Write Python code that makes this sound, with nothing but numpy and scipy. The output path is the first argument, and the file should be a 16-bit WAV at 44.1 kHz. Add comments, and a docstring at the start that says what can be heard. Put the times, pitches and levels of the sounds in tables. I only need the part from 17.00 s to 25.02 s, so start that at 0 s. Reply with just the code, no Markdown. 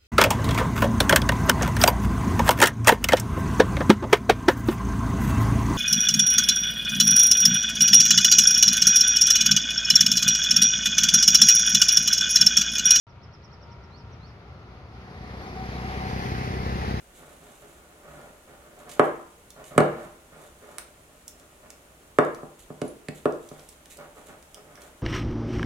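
"""A silicone spatula folds thick batter in a glass bowl on a kitchen counter, near a stereo microphone.
Stick-slip friction on the glass makes a soft rub; the batter tears off in tiny sticky clicks and its
air pockets snap. Now and then the stiff mass tips the bowl, which drops back with a dull knock as
the impact excites its damped modes. The bare kitchen reverberates for half a second over a faint hush."""
import sys
import numpy as np
from scipy import signal
from scipy.fft import rfft, irfft, next_fast_len
from scipy.io import wavfile

SR = 44100
rng = np.random.default_rng(int(sys.argv[2]) if len(sys.argv) > 2 else 0)


def log_audio(samples):
    """Write samples as a 16-bit WAV file to the path given in sys.argv[1]."""
    # one column per channel
    frames = np.atleast_2d(samples).T
    # limit to full scale, then quantise
    limited = np.clip(frames, -1, 1)
    pcm = np.round(limited * 32767).astype(np.int16)
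    wavfile.write(sys.argv[1], SR, pcm)


N = 353682
T = np.arange(N) / SR
PAD = next_fast_len(N + SR)
HZ = np.maximum(np.arange(PAD // 2 + 1) * SR / PAD, 1)


def undb(db):
    """Amplitude ratio of a level in decibels."""
    return 10 ** (np.asarray(db) / 20)


def unit(x):
    """Normalisation to rms 1."""
    return x / np.sqrt(np.mean(x ** 2))


def colour(x, points):
    """Minimum-phase filtering through (frequency_hz, level_db) points."""
    hz, db = np.transpose(points)
    gain = undb(np.interp(np.log(HZ), np.log(hz), db))
    cepstrum = irfft(np.log(gain), PAD)
    cepstrum[1:PAD // 2] *= 2  # folding the cepstrum makes the filter causal
    cepstrum[PAD // 2 + 1:] = 0
    return irfft(rfft(x, PAD) * np.exp(rfft(cepstrum)), PAD)[..., :x.shape[-1]]


def butter(x, hz, kind, order=2):
    """Maximally flat low-, high- or band-pass filtering."""
    return signal.sosfilt(signal.butter(order, np.minimum(hz, SR / 2 - 1), kind, fs=SR, output="sos"), x)


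def fade(t, t60):
    """Exponential decay, 60 dB down after t60 seconds."""
    return np.exp(-np.log(1000) * t / t60)


def add(out, start_s, x):
    """Superposition of x on out from start_s on."""
    i = int(start_s * SR)
    out[i:i + len(x)] += x[:N - i]


def clicks(per_s, spread_db):
    """Shot noise: random impulses of uneven size, rms 1."""
    sizes = undb(spread_db * np.minimum(rng.exponential(size=N), 4))
    return unit((rng.random(N) < per_s / SR) * sizes * rng.choice([-1, 1], N))


def effort(moves, attack_s, release_s, rest_db):
    """Incoherent summation: an envelope of moves that build, hold and die away over a steady floor."""
    power = np.full(N, undb(rest_db) ** 2)
    for start_s, length_s, level_db in moves:
        rise = np.clip((T - start_s) / attack_s, 0, 1)
        fall = np.exp(-np.clip((T - start_s - length_s) / release_s, 0, 20))
        power += (undb(level_db) * rise * fall) ** 2
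    return np.sqrt(power)


def ports(x, lag_s, left_db, shade_hz):
    """Path difference and shadowing: a source on the right reaches the left port later, softer, duller."""
    shade = undb(left_db) / np.sqrt(1 + (HZ / shade_hz) ** 2)
    left = irfft(rfft(x, PAD) * shade * np.exp(-2j * np.pi * HZ * lag_s), PAD)[:N]
    return np.array([left, x])


def diffuse_noise(spacing_m=0.16):
    """Diffuse-field coherence: noise at two ports is alike in the bass, unrelated in the treble."""
    coherence = np.sinc(2 * HZ * spacing_m / 343)
    mid, side = (irfft(rfft(rng.standard_normal(N), PAD) * np.sqrt((1 + sign * coherence) / 2), PAD)[:N]
                 for sign in (1, -1))
    return np.array([mid + side, mid - side])


def hush(level_db=-55):
    """Noise floor: the still room and the even hiss of the microphone."""
    # background spectrum: frequency_hz, level_db
    spectrum = [(15, -16), (27, -2), (45, -2.5), (65, 1.5), (110, -9.5), (300, -7.5), (600, -11),
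                (1000, -14), (3000, -19), (5000, -25.5), (7000, -20.5), (10000, -21), (16000, -30)]
    return undb(level_db) * unit(colour(diffuse_noise(), spectrum))


def kitchen(x, t60_low_s=0.47, t60_high_s=0.21, split_hz=3000, build_s=0.00079):
    """Reverberation: hard walls return a diffuse tail and a few low standing waves."""
    # spectrum of the tail: frequency_hz, level_db
    spectrum = [(60, -5.5), (200, -7.5), (450, -4), (700, -7), (1000, -2.5), (2000, -3), (3500, -2),
                (8000, -7), (16000, -2.5)]
    # standing waves: pitch_hz, t60_s, level_db, left_minus_right_db
    room_modes = [(151.3, 0.34, 9.5, 0), (209, 0.13, -5.5, 24), (256, 0.29, 7.5, 1),
                  (288.6, 0.48, -8, -35.5), (343.6, 0.47, 11.5, -2.5), (398, 0.19, -5.5, 28),
                  (444, 0.32, 0, 11), (477, 0.29, -1, -4), (508.7, 0.31, -8, 17), (593, 0.4, 4, 5.5),
                  (627, 0.43, 4, -3), (704, 0.29, -7.5, 11), (786.4, 0.45, 7, 7), (909, 0.66, 2.5, -9),
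                  (1022, 0.6, -0.5, 24.5), (1140, 0.33, 0.5, -6), (1327, 0.4, -15, -9), (1410, 1, -3.5, -1)]
    t = T[:SR]
    noise = diffuse_noise()[:, :SR]
    low = butter(noise, split_hz, "low", order=1)
    build = 1 - np.exp(-(t / build_s) ** 2)
    tail = (low * fade(t, t60_low_s) + (noise - low) * fade(t, t60_high_s)) * build
    tail = colour(tail / np.sqrt(np.sum(tail ** 2) / 2), spectrum)
    waves = 0
    for hz, t60, db, pan_db in room_modes:
        ring = 2 * np.log(1000) / (t60 * SR) * fade(t, t60) * np.cos(2 * np.pi * hz * t)  # gain 1 at hz
        waves = waves + undb(db + np.array([[pan_db], [-pan_db]]) / 2) * ring * build
    return signal.fftconvolve(x[None], tail + waves, axes=1)[:, :N]


def knocks(edge_t60_s=0.02, lowest_hz=85):
    """Impact excitation of the bowl's modes: soft contact is duller, bare glass adds a bright crack."""
    # dull knocks and the low bumps just before or after them:
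    # start_s, level_db, contact_cutoff_hz, thump_db, edge_db
    bumps = [(1.9949, 1.5, 2940, -2, -25), (2.7605, -26.5, 450, 18, -50), (2.7768, -30, 1800, -28, -29),
             (2.7786, 1, 3480, 8, -13.5), (2.8040, -4.5, 780, 4.5, -23), (5.1861, -0.5, 2090, -0.5, -22.5),
             (5.4305, -26, 1000, 9.5, -35), (5.7022, -27, 875, 12.5, -37), (5.8165, -15, 597, 6.5, -13.5),
             (5.8400, -24, 350, 6.5, -44), (6.0850, -22, 533, 14, -7), (6.2560, -6.5, 855, -2, -26),
             (6.5135, -29.5, 1000, 12, -27)]
    # modes damped by batter, hand and counter: pitch_hz, t60_s, level_db
    bowl_modes = [(156.7, 0.032, -15), (253, 0.034, -9.5), (428, 0.022, 0.5), (624, 0.018, 0.5),
                  (728.5, 0.029, -4), (1165, 0.0086, 2), (1365, 0.016, -2.5), (1672, 0.016, -6.5),
                  (2440, 0.0013, -4), (3650, 0.011, -25)]
    # spectrum of the glassy crack: frequency_hz, level_db
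    spectrum = [(1000, -15), (1800, 2), (6500, -15.5), (8600, -4.5), (16000, -36)]
    bodies, edges, t = np.zeros(N), np.zeros(N), T[:SR // 6]
    cracks = unit(colour(rng.standard_normal(N), spectrum))
    for k, (start_s, level_db, contact_hz, thump_db, edge_db) in enumerate(bumps):
        # each knock rings at slightly different, random pitches
        detune = 1 + .018 * rng.standard_normal(len(bowl_modes))
        modes = [(-1) ** m * undb(db) * fade(t, t60) * np.sin(2 * np.pi * hz * detune[m] * t)
                 for m, (hz, t60, db) in enumerate(bowl_modes)]
        thump = undb(thump_db) * modes[0] + undb(thump_db / 2) * modes[1]
        body = butter(thump + sum(modes[2:]), contact_hz, "low")
        add(bodies, start_s, undb(level_db) * body / np.abs(body).max())
        crack = cracks[k * len(t):(k + 1) * len(t)] * fade(t, edge_t60_s)
        add(edges, start_s, undb(level_db + edge_db) * crack)
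    return butter(bodies, lowest_hz, "high"), edges  # so small a body radiates no deep bass


def snaps(crackle_db=-9, scatter_t60_s=0.029, scatter_db=-30):
    """Pressure release: an air pocket ticks, its torn edge crackles and the bowl scatters both."""
    # bursting pockets, big ones reaching lower: start_s, level_db, lowest_hz, crackle_t60_s
    pockets = [(1.8933, -31, 1500, 0.064), (1.915, -32.5, 1500, .068), (2.504, -25.5, 5500, 0.018),
               (2.642, -28, 2490, .007), (3.7841, -9.5, 1220, 0.0021), (4.2797, -17.5, 6540, 0.019),
               (4.3982, -30.5, 4000, .008), (4.7035, -25, 3020, .016), (5.2494, -25, 5000, .006),
               (5.3470, -28.5, 5500, .016), (5.8790, -34, 6000, .025), (6.3235, -30.5, 3520, 0.0049),
               (6.489, -29.5, 3800, 0.016), (6.595, -33.5, 2930, 0.011), (6.689, -27, 6050, 0.03),
               (6.8577, -29, 1490, .007), (6.908, -34.5, 2200, 0.044), (6.9712, -26, 6200, 0.015),
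               (7.427, -31, 2060, 0.0049), (7.545, -23, 3800, 0.0098), (7.756, -30.5, 990, .006),
               (7.819, -30, 3900, 0.019)]
    # air channels and bubbles resonating as they close: start_s, pitch_hz, level_db, t60_s
    squeaks = [(5.8770, 10100, -34, 0.078), (6.8570, 1750, -49, 0.029), (7.776, 1610, -33, 0.016)]
    # spectrum of a pop: frequency_hz, level_db
    spectrum = [(900, 3.5), (8500, 4), (16000, -11)]
    out, t = np.zeros(N), T[:SR // 10]
    for start_s, level_db, lowest_hz, t60 in pockets:
        envelope = undb(crackle_db) * fade(t, t60) + undb(scatter_db) * fade(t, scatter_t60_s)
        burst = rng.standard_normal(len(t)) * envelope
        burst[0] = 1  # the tick
        add(out, start_s, undb(level_db) * butter(burst, lowest_hz, "high"))
    for start_s, hz, level_db, t60 in squeaks:
        whistle = unit(butter(rng.standard_normal(len(t)), [hz - 200, hz + 200], "band"))
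        add(out, start_s, undb(level_db) * whistle * fade(t, t60) / 2)
    return colour(out, spectrum)


def tearing(threads_per_s=900, spread_db=3.5, gain_db=-2):
    """Rupture under tension: sticky threads and tiny bubbles break, more as the batter parts faster."""
    # batter peeling off blade or bowl: start_s, length_s, level_db
    peels = [(0.14, 0.063, -52.5), (0.25, .50, -59), (1.08, 0.2, -60.5), (1.78, 0.027, -56),
             (1.885, 0.047, -47), (2.025, 0.024, -49), (2.64, 0.046, -51), (2.98, 0.063, -57),
             (3.37, 0.1, -56.5), (3.58, 0.17, -60), (5.585, 0.017, -48), (5.84, 0.035, -53.5),
             (6.145, 0.026, -47), (6.41, 0.32, -57.5), (6.895, 0.031, -47.5), (7.15, .08, -56),
             (7.26, 0.021, -50.5), (7.80, .07, -55)]
    # spectrum of breaking threads: frequency_hz, level_db
    spectrum = [(900, -33), (1800, -2.5), (3800, 0), (5000, -10), (7000, 4), (10200, 1), (14000, -5.5),
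                (16000, -28)]
    pace = effort(peels, attack_s=0.0094, release_s=.03, rest_db=-67)
    busy = np.sqrt(pace / pace.mean())
    threads = clicks(threads_per_s * busy, spread_db) / np.sqrt(busy)  # denser at equal power
    return undb(gain_db) * pace * unit(colour(threads, spectrum))


def rubbing(slips_per_s=1800, spread_db=4.0, gain_db=-3):
    """Stick-slip friction: many small slips of batter and blade on the glass blur into a soft rub."""
    # pushes of the spatula: start_s, length_s, level_db
    strokes = [(0.17, 0.15, -51.5), (0.40, .11, -52.5), (0.61, 0.062, -50), (0.74, 0.4, -58),
               (1.03, 0.24, -47.5), (1.47, 0.061, -50), (1.58, 0.17, -55), (1.76, 0.052, -48),
               (1.85, 0.03, -44), (1.95, .13, -45), (2.55, 0.063, -46.5), (2.70, 0.36, -43.5),
               (3.31, 0.13, -49.5), (3.61, 0.17, -49.5), (4.40, 0.022, -52.5), (4.62, 0.058, -50.5),
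               (5.01, .09, -62), (6.51, 0.087, -52), (6.975, 0.048, -40.5), (7.15, 0.033, -46.5),
               (7.27, 0.044, -43), (7.55, 0.024, -48.5), (7.65, 0.074, -51), (7.76, 0.11, -50.5)]
    # friction spectrum: frequency_hz, level_db
    spectrum = [(60, -29), (110, -13.5), (160, -3), (210, -6.5), (300, -7), (450, -1.5), (620, 1.5),
                (900, -8), (1350, -6), (2000, -13), (3200, -23.5), (5000, -28.5), (9000, -34)]
    push = effort(strokes, attack_s=0.017, release_s=0.041, rest_db=-60.5)
    return undb(gain_db) * push * unit(colour(clicks(slips_per_s, spread_db), spectrum))


def scene(bounce_s=0.006944, bounce_db=-5, edge_room_db=-4):
    """Direct and reflected sound add: the glass lies to the right, the batter nearer the middle."""
    bodies, edges = knocks()
    glass = bodies + rubbing()
    batter = snaps() + tearing()
    # a duller copy follows about 7 ms later, as the bowl rocks onto the other side of its foot
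    bounce = undb(bounce_db) * np.interp(T - bounce_s, T, butter(glass, 1450, "low"), left=0)
    direct = ports(glass + bounce, lag_s=0.00014, left_db=-2.5, shade_hz=5300)
    direct += ports(batter + edges, lag_s=.00002, left_db=-5.0, shade_hz=9900)
    # the open bowl beams its cracks upward, so less of them reaches the walls
    return direct + kitchen(glass + batter + undb(edge_room_db) * edges) + hush()


def record(dry, top_hz=16000):
    """Saturation and band limiting: peaks stop at full scale and a steep low-pass cuts the top."""
    low_pass = signal.ellip(8, .2, 70, top_hz, fs=SR, output="sos")
    return signal.sosfilt(low_pass, np.clip(dry, -1, 1))


dry = scene()
out = record(dry)
log_audio(out)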